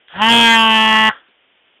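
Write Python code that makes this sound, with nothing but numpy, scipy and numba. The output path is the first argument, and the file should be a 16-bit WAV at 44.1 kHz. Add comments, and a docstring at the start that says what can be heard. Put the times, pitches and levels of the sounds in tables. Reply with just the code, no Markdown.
"""An outdoor pen: a white fox gives one loud, harsh cry that scoops up, sags slowly and stops abruptly.
Throat pulses ring in five moving resonances over a chest tone, with rasp at the attack and the cutoff.
A mouth click and a breath lead in; a toneless puff, a short echo and a dull bump follow, over faint hiss.
The recorder hears only up to the low treble and is overloaded by the peaks of the cry."""
import sys
import numpy as np
from scipy import signal
from scipy.fft import rfft, irfft
from scipy.io import wavfile
from scipy.ndimage import uniform_filter1d
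from numba import njit

SR = 44100
rng = np.random.default_rng(int(sys.argv[2]) if len(sys.argv) > 2 else 0)


def inscribe(sig):
    """Save sig as 16-bit PCM at rate SR to the path in sys.argv[1].

    A 1-D sig is mono; a 2-D sig holds one channel per row.
    Samples are clipped to [-1, 1] before scaling.
    """
    pcm = np.round(np.clip(np.atleast_2d(sig).T, -1, 1) * 32767)
    wavfile.write(sys.argv[1], SR, pcm.astype(np.int16))


N = 79380
T = np.arange(N) / SR


def cry():
    """The voice: unsteady throat pulses ring through the mouth, with the chest sounding underneath."""
    # pitch of the cry (time [s], pitch [Hz])
    pitch_curve = [(.15, 168), (.186, 195.8), (.22, 215.3), (.24, 220.7), (.298, 232.1), (.352, 233.6),
                   (.44, 231.2), (.55, 226.5), (.66, 222.6), (.77, 220), (.88, 219.2), (.99, 218.5),
                   (1.085, 218.9), (1.125, 199)]
    # rasp, the amount of turbulence and shake in the voice (time [s], level [dB])
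    rasp_curve = [(.15, 2.5), (.19, -11), (.24, -28.5), (.28, -27), (.32, -14), (.43, -14), (.49, -22.5),
                  (.8, -24), (.88, -21.5), (1.08, -21), (1.11, 7)]
    pitch_hz, = in_time(pitch_curve)
    rasp = from_db(in_time(rasp_curve)[0])
    jitter = .0025 * drift(rate_hz=60)
    phase = 2 * np.pi * np.cumsum(pitch_hz * (1 + jitter)) / SR
    shake = rasp * flutter(phase)
    return vocal_tract(throat(phase, rasp, shake)) + chest(phase, rasp, shake)


def flutter(phase):
    """Strong and weak pulses alternate at a little over half the pulse rate, with wandering timing."""
    wander_rad = .89 * drift(rate_hz=26)
    return np.sqrt(2) * np.cos(.55 * phase + wander_rad)


def throat(phase, rasp, shake):
    """A buzz of pulses and pulsed turbulence; rasp makes single pulses come early or late."""
    stumbling = phase + .041 * rasp * drift(rate_hz=129)
    buzz = unit_rms(sum(np.cos(k * stumbling) for k in range(1, 21)))
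    shimmer_db = .5 * drift(rate_hz=110)
    pulses = buzz * from_db(shimmer_db) * (1 + .8 * shake)
    # bright turbulence (frequency [Hz], relative level [dB])
    colour = [(100, -22), (4000, 8.5), (5000, -27)]
    turbulence = noise(colour) * (1 + .23 * np.cos(phase))
    return pulses + from_db(-4) * rasp * turbulence


def vocal_tract(source):
    """Five gliding resonances of throat and mouth shape the vowel, each riding its own level curve."""
    # resonance tracks, low to high (time [s], centre [Hz], level [dB])
    first = [(.14, 834, -41.5), (0.167, 896, -40), (0.189, 896, -27.5), (0.219, 930, -13),
             (0.281, 985, -15), (.33, 904, -16), (.41, 934, -16), (.52, 964, -14.5), (.7, 995, -13.5),
             (1.09, 970, -14.5), (1.103, 880, -28), (1.129, 860, -88)]
    second = [(.15, 1500, -74), (0.186, 1566, -38), (.23, 1514, -25.5), (.33, 1604, -22.5),
              (.41, 1640, -23), (.46, 1691, -17), (.54, 1603, -17.5), (.6, 1462, -20), (.7, 1420, -26),
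              (.8, 1320, -30), (.95, 1450, -40), (1.09, 1520, -26), (1.11, 1450, -29)]
    third = [(.16, 2010, -90), (.22, 1810, -23.5), (.28, 1914, -20), (.39, 2080, -32), (.46, 2180, -19),
             (.54, 1915, -14), (.6, 1860, -34.5), (.68, 1890, -29.5), (.76, 1773, -19), (.95, 1845, -16.5),
             (1.09, 1862, -16), (1.12, 1690, -47)]
    fourth = [(.15, 2640, -63), (.2, 2910, -29), (.225, 2550, -23), (.28, 2880, -15), (.33, 2573, -17.5),
              (.45, 2466, -16), (.53, 2510, -19.5), (.6, 2726, -16), (.77, 2735, -16.5),
              (1.09, 2893, -16.5), (1.11, 2790, -75)]
    fifth = [(.08, 3320, -53), (.16, 3130, -45.5), (.2, 3310, -39), (.225, 3040, -17), (.28, 3070, -16.5),
             (.32, 3226, -11.5), (.41, 3220, -11), (.5, 3272, -14.5), (.6, 3126, -16.5), (.77, 3170, -19.5),
             (1.09, 3420, -32), (1.11, 3274, -46.5), (1.2, 3252, -53)]
    # shape of each resonance (width per filter pass [Hz], lag behind the pulse [ms])
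    shapes = [(215, 0.5), (280, 0.15), (290, 0.11), (360, 0.21), (360, 0.25)]
    voice = 0
    for k, track in enumerate((first, second, third, fourth, fifth)):
        width_hz, lag_ms = shapes[k]
        centre_hz, level_db = in_time(track)
        angle = 2 * np.pi * centre_hz / SR
        radius = np.exp(-np.pi * width_hz / SR)
        ring = resonate(source, angle, radius)
        ring = hold_level(resonate(ring, angle, radius))
        delayed = np.interp(T - lag_ms / 1000, T, ring)
        polarity = (-1) ** k
        voice += polarity * delayed * from_db(level_db) * gate(track)
    return voice


def chest(phase, rasp, shake):
    """The body of the cry: a clean chest tone, plus a growling undertone and air that grow with rasp."""
    # swell of tone, growl and air together (time [s], level [dB])
    swell = [(.135, -54), (.165, -35.5), (.19, -30), (.225, -21.5), (.33, -15), (.55, -19.5), (.9, -20.5),
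             (1.09, -21.5), (1.108, -45), (1.135, -77.5)]
    # chest harmonics (multiple of the pitch, relative level [dB])
    harmonics = [(1, -1.5), (2, -11.5), (3, -15)]
    # rush of air under the cry (frequency [Hz], relative level [dB])
    rush_colour = [(25, -22), (60, -10), (100, -8.5), (180, -6.5), (320, -10.5), (600, -7.5), (1200, -9),
                   (3400, -12.5)]
    lagged = phase - 2 * np.pi * .68  # trails the throat by part of a cycle
    tone = np.sqrt(2) * sum(from_db(db) * np.cos(multiple * lagged) for multiple, db in harmonics)
    growl = from_db(-10) * shake
    rush = from_db(5) * np.sqrt(rasp) * noise(rush_colour)
    return (tone + growl + rush) * envelope(swell)


def mouth_click():
    """A tiny, bright tick of the mouth just ahead of the voice."""
    # two-peaked tick (frequency [Hz], relative level [dB])
    colour = [(60, -56), (300, -37), (1200, -18.5), (1700, 3), (2400, -12.5), (3200, 8.5), (3800, -13),
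              (4500, -28)]
    return burst(colour, start_s=.083, level_db=-33, decay_s=.004)


def opening_breath():
    """A thin hiss of air as the mouth opens."""
    # rise of the breath (time [s], level [dB])
    swell = [(.094, -53.5), (.12, -44), (.165, -42.5), (.2, -45)]
    # its thin colour (frequency [Hz], relative level [dB])
    colour = [(600, -17.5), (1500, -9.5), (2200, -4), (3100, 3), (3600, -4), (4200, -20.5)]
    return noise(colour) * envelope(swell)


def puff():
    """Toneless air through the open mouth, strongest as the voice starts and as it stops."""
    # airflow (time [s], level [dB])
    swell = [(.1, -47), (.135, -44), (.16, -32), (.21, -31.5), (.3, -38.5), (1.06, -47), (1.1, -26),
             (1.125, -40), (1.16, -41.5), (1.21, -55), (1.3, -66)]
    # its midrange colour (frequency [Hz], relative level [dB])
    colour = [(120, -17.5), (250, -8.5), (550, -2), (850, -1.5), (1300, 2.5), (1700, 8), (2200, -6.5),
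              (3200, -9.5), (3700, -28.5), (4500, -39)]
    return noise(colour) * envelope(swell)


def pen_echo(fox):
    """A short diffuse echo from ground and fence."""
    # colour of the reflections (frequency [Hz], relative level [dB])
    colour = [(100, -12.5), (300, -15.5), (600, -7.5), (1400, 18), (2200, 1.5), (3400, 4.5)]
    t60_s, predelay_s, wet_db = .11, .0068, -13.5
    tail = noise(colour) * from_db(-60 * T / t60_s) * (T > predelay_s)
    tail /= np.sqrt(np.sum(tail ** 2))
    return from_db(wet_db) * signal.fftconvolve(fox, tail)[:N]


def bump():
    """A faint, dull bump after the cry."""
    # low-mid thud (frequency [Hz], relative level [dB])
    colour = [(40, -35), (120, -16), (280, 2), (450, -3), (1000, -16), (3000, -10)]
    return burst(colour, start_s=1.283, level_db=-49.5, decay_s=.018)


def hiss():
    """A faint, steady bed of hiss."""
    # colour of the bed (frequency [Hz], relative level [dB])
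    colour = [(25, -28.5), (60, -17.5), (150, -15), (300, -6), (600, -4.5), (1000, -8.5), (2000, -5),
              (3200, 0), (3600, -7.5), (4200, -36), (6000, -74)]
    return from_db(-57.5) * noise(colour)


def from_db(db):
    """Decibels to gain."""
    return 10 ** (np.asarray(db) / 20)


def unit_rms(x):
    """Scale to unit rms."""
    return x / np.sqrt(np.mean(x ** 2) + 1e-20)


def hold_level(x):
    """Ride the gain so the short-term level stays near unit rms."""
    power = uniform_filter1d(uniform_filter1d(x * x, size=600), size=600)
    return x / np.sqrt(np.abs(power) + 1e-12)


def in_time(curve):
    """Each value column of a curve at every sample."""
    times, *columns = np.transpose(curve)
    return [np.interp(T, times, column) for column in columns]


def gate(curve):
    """Open while a curve lasts, with short fades outside it."""
    start, end = curve[0][0], curve[-1][0]
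    return np.interp(T, [start - .01, start, end, end + .02], [0, 1, 1, 0])


def envelope(curve):
    """A level curve as gain, faded to silence beyond its ends."""
    return from_db(in_time(curve)[0]) * gate(curve)


def noise(colour):
    """Noise of unit rms with the given colour."""
    hz, db = np.transpose(colour)
    freqs = np.maximum(np.fft.rfftfreq(N, 1 / SR), 1)
    gain = from_db(np.interp(np.log(freqs), np.log(hz), db))
    return unit_rms(irfft(rfft(rng.standard_normal(N)) * gain, N))


def burst(colour, start_s, level_db, decay_s):
    """A short noise that starts at once and dies away."""
    age = T - start_s
    return from_db(level_db) * noise(colour) * (age > 0) * np.exp(-np.abs(age) / decay_s)


def drift(rate_hz):
    """A smooth random wobble of unit rms."""
    lowpass = signal.butter(2, rate_hz, fs=SR, output="sos")
    return unit_rms(signal.sosfilt(lowpass, rng.standard_normal(N)))


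@njit
def resonate(x, angle, radius):
    """A two-pole resonance whose centre moves."""
    y = np.zeros(len(x))
    for i in range(2, len(x)):
        drive = (1 - radius) * (x[i] - x[i - 2])
        y[i] = drive + 2 * radius * np.cos(angle[i]) * y[i - 1] - radius * radius * y[i - 2]
    return y


def scene():
    """The fox and its echo over the background, in mono."""
    fox = mouth_click() + opening_breath() + puff() + cry()
    background = hiss() + bump()
    return (fox + pen_echo(fox) + background)[None]


def record(dry):
    """A narrow-band input, then lopsided overload that throws crackle into the treble, then a top cut."""
    band_edge_hz, top_cut_hz = 3650, 15400
    ceiling, bias = .73, .025
    narrow = signal.sosfilt(signal.butter(14, band_edge_hz, fs=SR, output="sos"), dry)
    clipped = np.clip(narrow + bias, -ceiling, ceiling) - bias
    return signal.sosfilt(signal.ellip(10, .1, 80, top_cut_hz, fs=SR, output="sos"), clipped)


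dry = scene()
out = record(dry)
inscribe(out)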